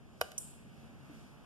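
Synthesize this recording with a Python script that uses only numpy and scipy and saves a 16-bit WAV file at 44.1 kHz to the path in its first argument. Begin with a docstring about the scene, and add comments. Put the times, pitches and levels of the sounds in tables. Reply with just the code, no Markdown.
"""Laptop key, then a bright far click

A laptop key is struck and let go near a hand-held camera in a quiet room: short blows ring the modes of key
and case, with a snap and a noise crack on each. A small bright click further off, bouncing and rattling,
hangs in the room as a noise tail; a soft low bump follows. Filtered noise makes the room tone.
Two microphone ports feed each other inverted and half a millisecond late."""
import sys
import numpy as np
from scipy import signal
from scipy.fft import rfft, irfft
from scipy.io import wavfile
from scipy.ndimage import uniform_filter1d

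SR = 44100
rng = np.random.default_rng(int(sys.argv[2]) if len(sys.argv) > 2 else 0)


def dump(signal):
    """Clip the signal to [-1, 1] and save it as 16-bit WAV at the path in sys.argv[1]."""
    limited = np.clip(np.atleast_2d(signal).T, -1, 1)
    pcm = np.round(limited * 32767).astype(np.int16)
    wavfile.write(sys.argv[1], SR, pcm)


N = 63945
T = np.arange(N) / SR
F = np.fft.rfftfreq(N, 1 / SR)
LOG_F = np.log(np.maximum(F, 1))


def undb(db):
    """Decibels to an amplitude factor."""
    return 10 ** (np.asarray(db) / 20)


def late(x, samples, db=0):
    """Fractional delay and gain by turning phases; both may vary with pitch."""
    return irfft(rfft(x) * undb(db) * np.exp(-2j * np.pi * F * samples / SR), N)


def ports(x, lag, pan_db):
    """Place a sound by its lag in samples and its level, left against right."""
    left = late(x, lag / 2, pan_db / 2)
    right = late(x, -lag / 2, -pan_db / 2)
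    return np.array([left, right])


def conv(a, b):
    """Let a excite the response b."""
    return signal.fftconvolve(a, b)[:N]


def fade(t, t60):
    """Exponential decay from t = 0, down 60 dB after t60 seconds."""
    return (t >= 0) * np.exp(-np.log(1000) * np.maximum(t, 0) / t60)


def ring(modes, opposed_hz=0):
    """Impulse response of decaying modes, peak 1; every other mode above opposed_hz swings inverted."""
    t = T[:SR // 4]
    y = np.zeros(len(t))
    for k, (hz, db, t60) in enumerate(modes):
        sign = -1 if k % 2 and hz > opposed_hz else 1
        y += sign * undb(db) * fade(t, t60) * np.sin(2 * np.pi * hz * t)
    return y / np.abs(y).max()


def push(s, ms):
    """A blow as a bell-shaped pulse of unit area, ms being four standard deviations."""
    p = np.exp(-.5 * ((T - s) / (ms / 4000)) ** 2)
    return p / p.sum()


def walk(rate):
    """Slow random drift, spread near 1: random steps at this rate per second, smoothed twice."""
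    k = int(SR / rate)
    steps = np.repeat(rng.standard_normal(N // k + 1), k)
    return 1.23 * uniform_filter1d(uniform_filter1d(steps, k), k)[:N]


def octave(hz):
    """Smooth band weight; bands an octave apart sum to 1 in power."""
    return np.cos(np.clip(np.log2(np.maximum(F, 1) / hz), -1, 1) * np.pi / 2)


# Colour of the room tone. Each row: pitch in Hz, relative level in dB per Hz, share of power common to
# both ports (0-1).
TONE_COLOUR = [(25.6, -11.5, .1), (65.6, -2, 0.85), (131, -2.5, 0.75), (242, -5, 0.94), (313, -14, 0.56),
               (727, -20.5, 0.14), (1300, -25, 0.13), (2290, -26.5, 0.04), (5200, -36.5, 0),
               (8600, -39, 0.04), (14000, -47.5, .05)]
# Low resonances in the tone. Each row: pitch in Hz, width in Hz, rise over the tone in dB.
TONE_RESONANCES = [(139.3, 8.1, 9.5), (180.8, 3.3, 2.5), (228, 8.9, 6)]


def steady_tone():
    """Coloured noise at unit level: a part shared by the ports and a part of each port's own."""
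    hz0, db, share = np.array(TONE_COLOUR).T
    resonance_db = sum(d / (1 + (2 * (F - hz) / w) ** 2) for hz, w, d in TONE_RESONANCES)
    gain = undb(np.interp(LOG_F, np.log(hz0), db) + resonance_db)
    common = np.clip(np.interp(LOG_F, np.log(hz0), share), 0, 1)
    noise = rfft(rng.standard_normal((3, N)))
    spec = gain * (np.sqrt(common) * noise[0] + np.sqrt(1 - common) * noise[1:])
    return spec / np.sqrt(np.mean(irfft(spec, N) ** 2))


SWELL_DB, FLICKER_DB = 0.46, 1.32  # spread of the slow drift in level and of the drift in each octave
BASS_HZ, TREBLE_HZ = 350, 3500  # octaves centred below / above these follow the bass / treble columns
# Room tone over time. Each row: time in seconds, level in dB, bass and treble in dB relative to that level.
TONE_LEVEL = [(0, -58.5, 6, 0), (.2, -57.5, 0, 1.5), (.45, -57.5, 2.5, 5), (.65, -56.5, 2.5, 0),
              (.8, -54.5, 0.5, 1.1), (.95, -55, 2, 0.2), (1.15, -53, -0.1, 0.7), (1.3, -54, -0.5, -0.1),
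              (1.45, -54.5, 1.5, -0.3)]


def tone():
    """Room tone whose level, bass and treble move over time, each octave flickering a little."""
    spec = steady_tone()
    s, *columns = np.array(TONE_LEVEL).T
    level, bass, treble = (np.interp(T, s, v) for v in columns)
    y = np.zeros((2, N))
    for hz in 30.9 * 2. ** np.arange(10):
        band_db = FLICKER_DB * walk(11.16) + bass * (hz < BASS_HZ) + treble * (hz > TREBLE_HZ)
        y += irfft(spec * octave(hz), N) * undb(band_db)
    return y * undb(level + SWELL_DB * walk(2.08))


ROOM_DELAY_S, ROOM_RISE_S = 0.0017, 0.0036
# Decay of the room. Each row: pitch in Hz, time to fall 60 dB in seconds.
ROOM_T60 = [(300, 0.85), (700, 0.43), (1500, 0.54), (2800, .35), (6000, 0.7), (9000, 0.47), (13000, 0.41)]


def room(x):
    """A diffuse tail: noise unrelated at each port, rising softly and decaying at its own pace per octave."""
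    t = T - ROOM_DELAY_S
    hz0, t60 = np.array(ROOM_T60).T
    out = []
    for noise in rfft(rng.standard_normal((2, N))):
        tail = np.zeros(N)
        for hz in 250 * 2. ** np.arange(7):
            band_t60 = np.interp(np.log(hz), np.log(hz0), t60)
            tail += irfft(noise * octave(hz), N) * fade(t, band_t60)
        tail *= 1 - np.exp(-np.maximum(t, 0) / ROOM_RISE_S)
        out.append(conv(x, tail / np.sqrt(np.sum(tail ** 2))))  # unit energy
    return np.array(out)


THUMP_S, THUMP_HZ, THUMP_DB, THUMP_T60_S = 1.098, 292, -43, 0.11


def thump():
    """A soft low bump: one short push rings a single low mode."""
    return conv(push(THUMP_S, 0.38), ring([(THUMP_HZ, 0, THUMP_T60_S)])) * undb(THUMP_DB)


CLICK_LAG, CLICK_PAN_DB = 18.54, -8  # left behind right in samples, left over right in dB
CLICK_WALL_S, CLICK_WET_DB = 0.013, 8  # extra way via the walls, send to the room
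RATTLE_DB, RATTLE_RISE_S, RATTLE_T60_S = -27, 0.00057, 0.038
# Contact of the far click and its bounces. Each row: start in seconds, level in dB.
CLICK_HITS = [(.3789, -45), (.3797, -33), (.3807, -32.5), (.3820, -32.5), (.3834, -38), (.3876, -58)]
# Modes of the far click. Each row: pitch in Hz, level in dB, time to fall 60 dB in seconds, extra level
# towards the walls in dB.
CLICK_MODES = [(3380, -21, 0.0079, -10), (4180, -12, 0.0042, -19), (5140, -16.5, .005, -2),
               (5620, -3.5, 0.011, -11), (6110, 1.5, 0.0096, -15), (6760, -8, 0.0096, 0.5),
               (7570, -1.5, 0.01, 3), (8090, -4, 0.031, 3), (9270, -1.5, 0.023, -2.5), (9770, -4, 0.014, 3),
               (10130, -2.5, 0.0042, 0.5), (11270, -7, 0.014, -2.5), (12160, -4.5, .007, -0.5),
               (14700, -6.5, 0.0035, -1)]


def click():
    """A small metal contact closes, bounces and rattles; the walls get another colour than the camera."""
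    start = CLICK_HITS[0][0]
    t = T - start
    body = ring([m[:3] for m in CLICK_MODES])
    rattle_force = rng.standard_normal(N) * fade(t, RATTLE_T60_S) * np.clip(t / RATTLE_RISE_S, 0, 1)
    rattle = conv(rattle_force, body)
    hits = sum(undb(db) * push(s, 0.048) for s, db in CLICK_HITS)
    near = conv(hits, body) + undb(RATTLE_DB) * rattle / np.abs(rattle).max()
    # one hit, as loud as the loudest contact, reaches the walls
    wall_hit = undb(max(db for _, db in CLICK_HITS)) * push(start + CLICK_WALL_S, 0.033)
    wall_body = ring([(hz, db + wall_db, t60) for hz, db, t60, wall_db in CLICK_MODES])
    return ports(near, CLICK_LAG, CLICK_PAN_DB), undb(CLICK_WET_DB) * conv(wall_hit, wall_body)


CASE_LOW_HZ, OPPOSED_HZ = 410, 1700  # low cut of the case, pitch above which every other mode is inverted
DESK_HZ, DESK_DB, DESK_T60_S = 79, -26.5, 0.21  # the desk booms under the case
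# Blows of the key. Each row: start in seconds, level in dB, contact time in ms, crack in dB over the blow.
KEY_BLOWS = [(.2118, -37, .12, -3), (.2135, -15, .12, -12), (.2153, -30, .12, -9), (.2185, -36, .15, -8),
             (.2220, -35, .15, -9), (.3176, -47, .07, 1), (.3190, -50, .07, -2)]
# Modes of key and case. Each row: pitch in Hz, level in dB, time to fall 60 dB in seconds.
KEY_MODES = [(494, -6, 0.052), (665, -0.5, 0.026), (752, -5.5, 0.04), (960, -4.5, 0.013), (1160, -2, 0.016),
             (1449, 1.5, 0.023), (1880, -6.5, 0.017), (2480, -2, 0.017), (2534, -0.5, 0.019),
             (2929, -7.5, 0.034), (3126, -4, 0.021), (3816, -8.5, 0.02), (5000, -5, 0.0041),
             (6880, -3.5, 0.0047)]


def key_blows():
    """Tick, bottoming blow, bounces and release all ring the same case and the desk under it."""
    force = sum(undb(db) * push(s, ms) for s, db, ms, _ in KEY_BLOWS)
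    low_cut = signal.butter(4, CASE_LOW_HZ, "high", fs=SR, output="sos")
    case = signal.sosfilt(low_cut, ring(KEY_MODES, OPPOSED_HZ))
    desk = undb(DESK_DB) * ring([(DESK_HZ, 0, DESK_T60_S)])
    return conv(force, case + desk)


SNAP_DB, CRACK_T60_S, CRACK_HZ = 19, .012, 13000  # snap over crack level, crack decay, top of both
TRAVEL_S, TRAVEL_MS, TRAVEL_DB = .2099, 3.5, -37  # the key scrapes on its way down


def key_snap_and_crack():
    """Each blow sends a snap pulse and a fading noise crack; noise swells as the key scrapes down."""
    snap, env = np.zeros(N), np.zeros(N)
    for s, db, _, crack_db in KEY_BLOWS:
        snap += undb(db + crack_db + SNAP_DB) * push(s, 0.057)
        env += undb(db + crack_db) * fade(T - s, CRACK_T60_S)
    u = (T - TRAVEL_S) / TRAVEL_MS * 1000  # 0 to 1 along the travel
    env += undb(TRAVEL_DB) * ((u > 0) & (u < 1)) * np.sqrt(np.abs(u))
    band = signal.butter(3, [2000, CRACK_HZ], "band", fs=SR, output="sos")
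    return signal.sosfilt(band, [snap, env * rng.standard_normal(N)])


KEY_LAG, KEY_LAG_HZ = -8, 1180  # left behind right in samples, reached in full above this pitch
KEY_WET_DB, SNAP_WET_DB = -14, -11  # sends to the room
# Place of the key between the ports. Each row: pitch in Hz, left over right in dB.
KEY_PAN = [(700, 1), (1000, 4.5), (1550, -14), (2400, -11.5), (3500, -9.5), (6500, 2), (8500, 3.5),
           (11000, 1), (12500, -2)]


def key():
    """The whole key, its lag and balance between the ports changing with pitch, and its room send."""
    blows = key_blows()
    snap, crack = key_snap_and_crack()
    hz0, balance_db = np.array(KEY_PAN).T
    pan_db = np.interp(LOG_F, np.log(hz0), balance_db)
    lag = KEY_LAG * np.minimum(F / KEY_LAG_HZ, 1) ** 2
    send = undb(KEY_WET_DB) * blows + undb(SNAP_WET_DB) * snap
    return ports(blows + snap + crack, lag, pan_db), send


def scene():
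    """Room tone, bump, far click and key; click and key share one room tail."""
    click_near, click_send = click()
    key_near, key_send = key()
    return tone() + room(key_send + click_send) + thump() + click_near + key_near


PORT_LAG, PORT_GAIN, PORT_HZ = 21.3, 0.77, 5960  # samples, share passed at low pitch, pitch where it halves
TOP_HZ = 14250


def record(dry):
    """Each port is subtracted, late and duller, from the other; the top is cut."""
    dulling = PORT_GAIN / (1 + (F / PORT_HZ) ** 2)
    cross = irfft(rfft(late(dry, PORT_LAG)) * dulling, N)
    top_cut = signal.ellip(10, .2, 80, TOP_HZ, fs=SR, output="sos")
    return signal.sosfilt(top_cut, dry - cross[::-1])


dry = scene()
out = record(dry)
dump(out)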